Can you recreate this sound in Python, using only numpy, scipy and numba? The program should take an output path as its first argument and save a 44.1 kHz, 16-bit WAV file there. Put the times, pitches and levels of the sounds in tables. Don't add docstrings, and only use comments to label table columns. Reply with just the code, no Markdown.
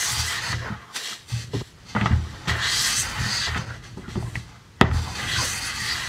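import sys
import numpy as np
from scipy import signal
from scipy.fft import rfft, irfft
from scipy.io import wavfile
from scipy.ndimage import uniform_filter1d
from numba import njit

SR = 44100
rng = np.random.default_rng(int(sys.argv[2]) if len(sys.argv) > 2 else 0)


def file_out(sig):
    cols = np.atleast_2d(sig).T
    lim = np.clip(cols, -1, 1)
    pcm = np.round(lim * 32767).astype(np.int16)
    wavfile.write(sys.argv[1], SR, pcm)


N = 268128
BREAK_S = 1.621


def from_db(db):
    return 10 ** (np.asarray(db) / 20)


def rms_one(x):
    return x / np.sqrt(np.mean(x ** 2) + 1e-20)


def in_time(tables):
    t, rows = np.arange(N) / SR, np.vstack(tables)
    gate = sum((t >= table[0][0]) & (t <= table[-1][0]) for table in tables)
    columns = [np.interp(t, rows[:, 0], column) for column in rows[:, 1:].T]
    return [uniform_filter1d(gate * 1., size=300)] + columns


def colour(x, spectrum):
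    hz, db = np.transpose(spectrum)
    bins_hz = np.maximum(np.arange(N // 2 + 1) * SR / N, 1)
    curve_db = np.interp(np.log(bins_hz), np.log(hz), db, left=db[0] - 38, right=db[-1] - 17)
    return rms_one(irfft(rfft(x) * from_db(curve_db), N))


def drift(rate_hz):
    r = np.exp(-2 * np.pi * rate_hz / SR)
    return rms_one(signal.lfilter([1], [1, -2 * r, r * r], rng.standard_normal(N + SR))[SR:])


def grains(per_s, spread_db, flicker_db):
    sizes = from_db(spread_db * np.minimum(rng.exponential(1, N), 4)) * rng.choice([-1, 1], N)
    return sizes * (rng.random(N) < per_s / SR) * from_db(flicker_db * drift(14.4))


def ring(drive, hz, t60):
    r, w = from_db(-60 / (t60 * SR)), 2 * np.pi * hz / SR
    return signal.lfilter([0, np.sin(w)], [1, -2 * r * np.cos(w), r * r], drive + 1e-18)


@njit
def swept(x, hz, width_hz):
    cosine, r = np.cos(2 * np.pi * hz / SR), np.exp(-np.pi * width_hz / SR)
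    out = np.zeros(len(x))
    for i in range(2, len(x)):
        out[i] = x[i] - x[i - 2] + 2 * r * cosine[i] * out[i - 1] - r * r * out[i - 2]
    return out


def plane_body(x, wander_db=0.61):
    # f/Hz, width/Hz, lift/dB
    resonances = [(620, 120, -2), (855, 84, 3), (1620, 190, 1), (1310, 640, 5.5), (1900, 350, 6),
                  (2000, 113, 2.5), (2228, 156, -7), (3190, 670, 5.5), (3240, 116, 0.5), (4440, 1220, 5),
                  (4490, 300, 3.5), (6290, 810, 8.5), (5530, 330, -3), (8210, 680, 9.5), (8730, 890, -25)]
    for hz, width_hz, lift_db in resonances:
        b, a = signal.iirpeak(hz, hz / width_hz, SR)
        gain = from_db(lift_db + wander_db * drift(3.2))
        x = x + (gain - 1) * signal.lfilter(b, a, x)
    return rms_one(x)


def planing(fine_spectrum):
    # t/s, blade level/dB, fibre-severing f/Hz
    strokes = [
        [(0.0, -27, 6300), (0.17, -27.5, 4900), (0.206, -24.5, 5460), (0.238, -31, 4830), (0.28, -29.5, 5230),
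         (0.396, -35, 4300), (0.522, -31, 4350), (0.56, -83, 4570)],
        [(2.475, -36, 4080), (2.496, -30, 4000), (2.552, -44.5, 4230), (2.63, -29.5, 3440), (2.72, -24, 4430),
         (2.8, -22, 5000), (2.938, -26, 5360), (3.004, -25, 6100), (3.058, -35, 4960), (3.178, -39.5, 4200),
         (3.212, -33, 4650), (3.358, -28.5, 4440), (3.472, -31.5, 3240), (3.526, -45.5, 4230),
         (3.565, -41, 3730), (3.585, -34, 3820)],
        [(5.15, -33.5, 3570), (5.178, -36, 3700), (5.25, -38.5, 3630), (5.372, -26, 4280), (5.448, -28.5, 5660),
         (5.528, -31, 6240), (5.604, -35, 4600), (5.67, -28.5, 5060), (5.73, -38, 4440), (5.806, -32.5, 4960),
         (5.916, -31, 4600), (6.08, -37, 4240)],
    ]
    # f/Hz, level/dB
    blade_spectrum = [(1500, -59), (2600, -3), (4000, 6.5), (6500, 2.5), (8500, -2.5), (11000, -9)]
    # f/Hz, level/dB
    sole_spectrum = [(200, -13), (500, -8), (900, -5), (1500, -3.5), (2100, -3.5), (2600, -4.5),
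                     (4000, -16.5)]
    gate, blade_db, pitch_hz = in_time(strokes)
    swing_db = blade_db + 30
    sole_db = -31 + 0.22 * swing_db
    fine_db = -43 + 0.51 * swing_db + 21 * np.log2(pitch_hz / 4500)
    fibres = grains(per_s=14000, spread_db=1.8, flicker_db=1.0)
    hump = rms_one(swept(fibres, pitch_hz, width_hz=1100))
    blade = plane_body(colour(fibres, blade_spectrum) + from_db(-2.5) * hump)
    sole = plane_body(colour(grains(9000, 3.0, 1.0), sole_spectrum))
    fine = colour(grains(13000, 3.3, 2.1), fine_spectrum)
    return gate * (from_db(blade_db) * blade + from_db(sole_db) * sole + from_db(fine_db) * fine)


def timber(friction, t60=0.063, share=0.23, shift_hz=2.94):
    t = np.arange(SR // 8) / SR
    rings = rng.standard_normal((3, len(t))) * from_db(-60 * t / t60)
    weights = np.array([drift(shift_hz) for _ in rings])
    weights /= np.sqrt(np.sum(weights ** 2, axis=0))
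    answers = [signal.oaconvolve(friction, r / np.sqrt(np.sum(r ** 2)))[:N] for r in rings]
    return np.sqrt(1 - share) * friction + np.sqrt(share) * np.sum(weights * answers, axis=0)


def chirrs(relative_width=0.12):
    # t/s, length/s, f/Hz, level/dB
    grips = [(.0, 0.095, 6270, -34), (2.584, 0.08, 1720, -30), (2.956, 0.076, 7900, -28),
             (3.25, 0.25, 4670, -31.5), (3.677, 0.067, 1470, -38.5), (4.031, 0.085, 1400, -47.5),
             (4.25, 0.054, 1020, -45), (5.057, 0.086, 1010, -40.5), (5.06, 0.055, 737, -42),
             (5.189, 0.017, 1950, -29), (5.278, 0.1, 3240, -30.5), (5.342, 0.062, 1525, -30.5),
             (5.385, 0.036, 1040, -31), (5.642, 0.052, 10200, -41), (5.886, 0.063, 4700, -29),
             (5.779, 0.16, 1900, -31.5)]
    out = np.zeros(N)
    for (s, length_s, hz, db), noise in zip(grips, rng.standard_normal((len(grips), SR // 2))):
        b, a = signal.iirpeak(hz, 1 / relative_width, SR)
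        band = rms_one(signal.lfilter(b, a, signal.lfilter(b, a, noise))[SR // 4:])
        swell = np.sin(np.pi * np.clip(np.arange(len(band)) / SR / length_s, 0, 1)) ** .5
        slot = out[round(s * SR):][:len(band)]
        slot += from_db(db) * (band * swell)[:len(slot)]
    return out


def bench(falloff_db_per_octave=14, free_ring_hz=90):
    # t/s, level/dB
    shaking = [
        [(0.0, -45), (0.7, -40), (1.06, -66), (1.344, -45.5), (1.62, -35), (1.635, -52.5), (1.99, -43.5),
         (2.13, -26.5), (2.26, -38.5), (2.87, -39.5), (3.1, -35), (3.88, -45.5), (4.24, -34), (4.6, -50.5),
         (4.83, -45.5), (4.98, -36), (5.4, -35), (5.66, -40), (6.08, -39.5)],
    ]
    # t/s, level/dB, favoured f/Hz, push length/s
    shoves = [(0.108, -29.5, 105, 0.0066), (0.172, -22.5, 87, 0.0065), (.479, -19, 129, 0.028),
              (0.518, -16.5, 109, 0.033), (0.702, -15.5, 195, 0.0068), (1.316, -18, 118, 0.018),
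              (1.539, -22.5, 131, 0.0051), (1.959, -10, 211, 0.0043), (2.013, -6, 210, 0.0064),
              (2.056, -28, 134, 0.0078), (2.108, -13, 81, 0.015), (2.109, -11.5, 200, 0.004),
              (2.488, -18, 90, 0.018), (3.183, -18.5, 99, 0.011), (3.214, -19.5, 139, 0.0007),
              (3.259, -23, 200, 0.0016), (3.289, -30, 200, 0.0024), (3.466, -11, 80, 0.14),
              (3.573, -17, 160, 0.006), (3.662, -29, 105, 0.0063), (3.912, -38, 107, 0.0031),
              (3.977, -37, 209, 0.0034), (4.088, -40, 131, 0.0053), (4.156, -16, 167, 0.0062),
              (4.223, -28, 116, 0.0051), (4.352, -20.5, 147, 0.0064), (4.819, -13.5, 162, 0.0037),
              (4.817, -20, 75, 0.0046), (4.898, -14, 72, 0.0036), (4.944, -15, 75.6, 0.00077),
              (5.356, -25.5, 90.6, 0.0073), (5.798, -25.5, 160, 0.013)]
    # f/Hz, level/dB, t60/s
    modes = [(46.5, -2, 0.25), (80, 2, 0.41), (116.4, 5, 0.41), (160, -4, 0.27), (200, -2.5, 0.25),
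             (332.4, -8, 0.21)]
    _, shake_db = in_time(shaking)
    t = np.arange(SR // 2) / SR
    hum, booms = np.zeros(N), np.zeros(N)
    for hz, mode_db, t60 in modes:
        hum += from_db(mode_db) * rms_one(ring(rng.standard_normal(N), hz, t60 * 0.14))
        for s, db, favoured_hz, push_s in shoves:
            ring_s = t60 * min(free_ring_hz / favoured_hz, 1)
            swell = 1 - np.exp(-t / max(push_s, 1e-3))
            boom = swell * from_db(-60 * t / ring_s) * np.sin(2 * np.pi * hz * t)
            if s < BREAK_S:
                boom *= np.clip((BREAK_S - s - t) / 0.0099, 0, 1)
            loss_db = falloff_db_per_octave * abs(np.log2(hz / favoured_hz))
            slot = booms[round(s * SR):][:len(t)]
            slot += from_db(db + mode_db - loss_db) * boom[:len(slot)]
    return booms + from_db(shake_db) * rms_one(hum)


def room_tone(level_db=-53.5):
    # f/Hz, level/dB
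    spectrum = [(26, -34), (45, -51), (129, 1.5), (178, -18), (401, -14.5), (539, -20.5), (1210, -17.5),
                (6140, -26), (16000, -45.5)]
    return from_db(level_db) * colour(rng.standard_normal(N), spectrum)


def handling(fine_spectrum, rise_db_per_s=610):
    # t/s, hold/s, rub level/dB, rustle level/dB, fine hiss re rustle/dB, fade/(dB/s)
    touches = [(0.527, 0.015, -42, -38, -17, 107), (0.624, 0.06, -36.5, -50, -27, 85),
               (0.963, 0.0046, -34, -27.5, -9.5, 400), (0.997, 0.038, -43, -36.5, -10, 95),
               (1.048, 0.076, -41.5, -34, -12.5, 241), (1.29, 0.021, -64, -47, -3.5, 100),
               (1.305, 0.12, -41.5, -39.5, -13, 248), (1.54, 0.069, -45.5, -39.5, -15, 900),
               (1.623, 0.058, -67, -51, -8, 184), (1.78, .12, -59.5, -60, -13, 50),
               (1.865, .01, -53, -50.5, -15, 50), (1.89, 0.016, -49.5, -42.5, -18, 102),
               (1.969, 0.14, -33, -49, -14, 233), (2.048, 0.014, -46, -39.5, -28, 247),
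               (2.127, 1, -46.5, -49, -13, 302), (2.488, 0.023, -29, -40, -30, 167),
               (3.474, 0.018, -35.5, -60, -15, 200), (3.577, 0.024, -34.5, -40, -17, 168),
               (3.672, 0.087, -43, -49, -14, 250), (3.839, 0.024, -45, -47, -15, 130),
               (3.976, 0.016, -47, -56, -8, 98), (4.098, 0.047, -43.5, -46, -13, 68),
               (4.206, 0.096, -51, -55.5, -0.5, 86), (4.356, 0.01, -42, -44.5, -12, 130),
               (4.486, 0.037, -51.5, -55.5, -28, 87), (4.824, 0.054, -36.5, -49.5, -30, 150),
               (4.937, 0.05, -39, -41, -7.5, 200), (4.964, 0.015, -52, -40, -28, 57),
               (5.023, 0.16, -38.5, -40.5, -10.5, 300), (5.19, 0.25, -34.5, -48.5, 1, 146)]
    # f/Hz, level/dB
    rustle_spectrum = [(1500, 0), (2600, 2), (4000, 4.5), (6000, 1), (8500, -15.5), (11000, -87)]
    # f/Hz, level/dB
    rub_spectrum = [(200, 7.5), (500, 9), (900, 5.5), (1500, 3.5), (2200, 0), (3000, -7.5), (5000, -23.5)]
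    t, power = np.arange(N) / SR, 0
    for s, hold_s, rub_db, rustle_db, fine_db, fade in touches:
        loss_db = rise_db_per_s * np.maximum(s - t, 0) + fade * np.maximum(t - s - hold_s, 0)
        gains = from_db([[rub_db], [rustle_db], [rustle_db + fine_db]])
        power = power + (gains * from_db(-loss_db)) ** 2
    crackle = grains(per_s=9000, spread_db=3.1, flicker_db=0.36)
    curls = colour(crackle, rustle_spectrum)
    rustle = rms_one(curls + 1.6 * plane_body(curls))
    rub = plane_body(colour(grains(7000, 0.98, 1.75), rub_spectrum))
    fine = colour(crackle, fine_spectrum)
    return np.sum(np.sqrt(power) * [rub, rustle, fine], axis=0)


def knocks(crack_hz=2200, scuff_db=-16, soft_hz=5500):
    # t/s, level/dB, favoured f/Hz, falloff/(dB/octave), scuff decay/s
    contacts = [(0.527, -21.5, 1190, 7.5, 0.012), (0.962, -24, 2600, 9, 0.01),
                (1.125, -23, 1700, 10, 0.002), (1.535, -16.5, 500, 24, 0.0067), (1.545, -21, 300, 7, 0.013),
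                (1.609, -18.5, 447, 13.5, 0.0094), (1.950, -18.5, 790, 4.5, 0.0057),
                (1.955, -6, 630, 44, 0.015), (1.963, -5, 1190, 16.5, 0.005), (1.951, -22, 1950, 35, 0.036),
                (2.011, -13, 1700, 6, 0.0055), (2.058, -11.5, 1220, 4.5, 0.0072),
                (2.474, -25.5, 1500, 1.5, 0.02), (2.484, -17, 2000, 6, 0.0035),
                (2.495, -10, 1950, 17, 0.0055), (3.545, -9.5, 1580, 31, 0.02), (3.559, -19, 900, 5, 0.0038),
                (3.971, -25, 434, 10, 0.017), (4.08, -35, 450, 1, 0.006), (4.154, -18.5, 500, 6, 0.006),
                (4.166, -18, 330, 10, 0.0083), (4.225, -19, 684, 29, 0.005),
                (4.355, -8.5, 2120, 33, 0.0019), (4.8121, 6.5, 1280, 4.5, 0.00058),
                (4.8176, -12.5, 800, 10, 0.0033), (4.821, -34, 1100, 2, 0.008),
                (4.913, -19.5, 1490, 9.5, 0.003)]
    # f/Hz, level/dB, t60/s
    modes = [(247, 14.5, 0.028), (380, 2.5, 0.072), (500, 3.5, 0.016), (624, -11, 0.13), (800, 7.5, 0.01),
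             (1228, 4, 0.019), (1130, -12.5, 0.033), (1280, -1, 0.025), (1720, 8.5, 0.0046),
             (1950, 6, 0.022), (2120, 8.5, 0.0041), (2090, -3, 0.039), (2600, 2.5, 0.012),
             (3440, 9, 0.0064)]
    t = np.arange(SR // 20) / SR
    drives = np.zeros((len(modes) + 1, N))
    for s, db, favoured_hz, falloff, scuff_s in contacts:
        scuff = rng.standard_normal(len(t)) * np.exp(-t / scuff_s)
        contact = (t == 0) + from_db(scuff_db) * scuff
        crack_db = -3 + 0.16 * db
        for drive, (hz, mode_db, _) in zip(drives, modes + [(crack_hz, crack_db, 0)]):
            loss_db = 14 + falloff * abs(np.log2(hz / favoured_hz))
            drive[round(s * SR):][:len(t)] += from_db(db + mode_db - loss_db) * contact
    crack = signal.sosfilt(signal.butter(2, crack_hz, "high", fs=SR, output="sos"), drives[-1])
    ringing = sum((-1) ** k * ring(drives[k], hz, t60) for k, (hz, _, t60) in enumerate(modes))
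    soften = signal.butter(2, soft_hz, fs=SR, output="sos")
    return signal.sosfilt(soften, ringing + from_db(15.5) * crack)


def workshop_echo(x):
    # top f/Hz, t60/s
    bands = [(900, 0.21), (2200, 0.058), (6000, 0.097)]
    t, tail, low_hz = np.arange(SR // 3) / SR, 0, 100
    onset = np.clip(t / 0.00068, 0, 1)
    for top_hz, t60 in bands:
        bandpass = signal.butter(2, [low_hz, top_hz], "band", fs=SR, output="sos")
        band = signal.sosfilt(bandpass, rng.standard_normal(len(t)))
        tail = tail + band * from_db(-60 * t / t60) * onset
        low_hz = top_hz
    return signal.fftconvolve(x, tail / np.sqrt(np.sum(tail ** 2)))[:N]


def lift_off():
    # t/s, level/dB, f/Hz
    glide = [(.58, -42, 1690), (.62, -47, 1700), (.65, -39, 1600), (.70, -41, 1350), (.78, -52, 1260),
             (.85, -46.5, 1060), (.93, -47, 1100)]
    gate, db, hz = in_time([glide])
    scrape = swept(grains(7000, 2.8, 1.0), hz, width_hz=200)
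    return gate * from_db(db) * scrape / np.sqrt(np.average(scrape ** 2, weights=gate))


def scene():
    # f/Hz, level/dB
    fine_spectrum = [(7000, 8.5), (9500, 6), (12000, -1.5), (16000, -8)]
    hits = knocks()
    hits += from_db(-13) * workshop_echo(hits)
    hits[round(BREAK_S * SR):][:SR // 4] = 0
    background = room_tone()
    friction = timber(planing(fine_spectrum) + handling(fine_spectrum) + lift_off())
    return (friction + chirrs() + bench() + hits + background)[None]


def record(dry, bass_hz=40, top_hz=16150):
    low_cut = signal.butter(4, bass_hz, "high", fs=SR, output="sos")
    high_cut = signal.cheby2(20, 70, top_hz, fs=SR, output="sos")
    clipped = np.clip(signal.sosfilt(low_cut, dry), -.96, .96)
    return signal.sosfilt(high_cut, clipped)


dry = scene()
out = record(dry)
file_out(out)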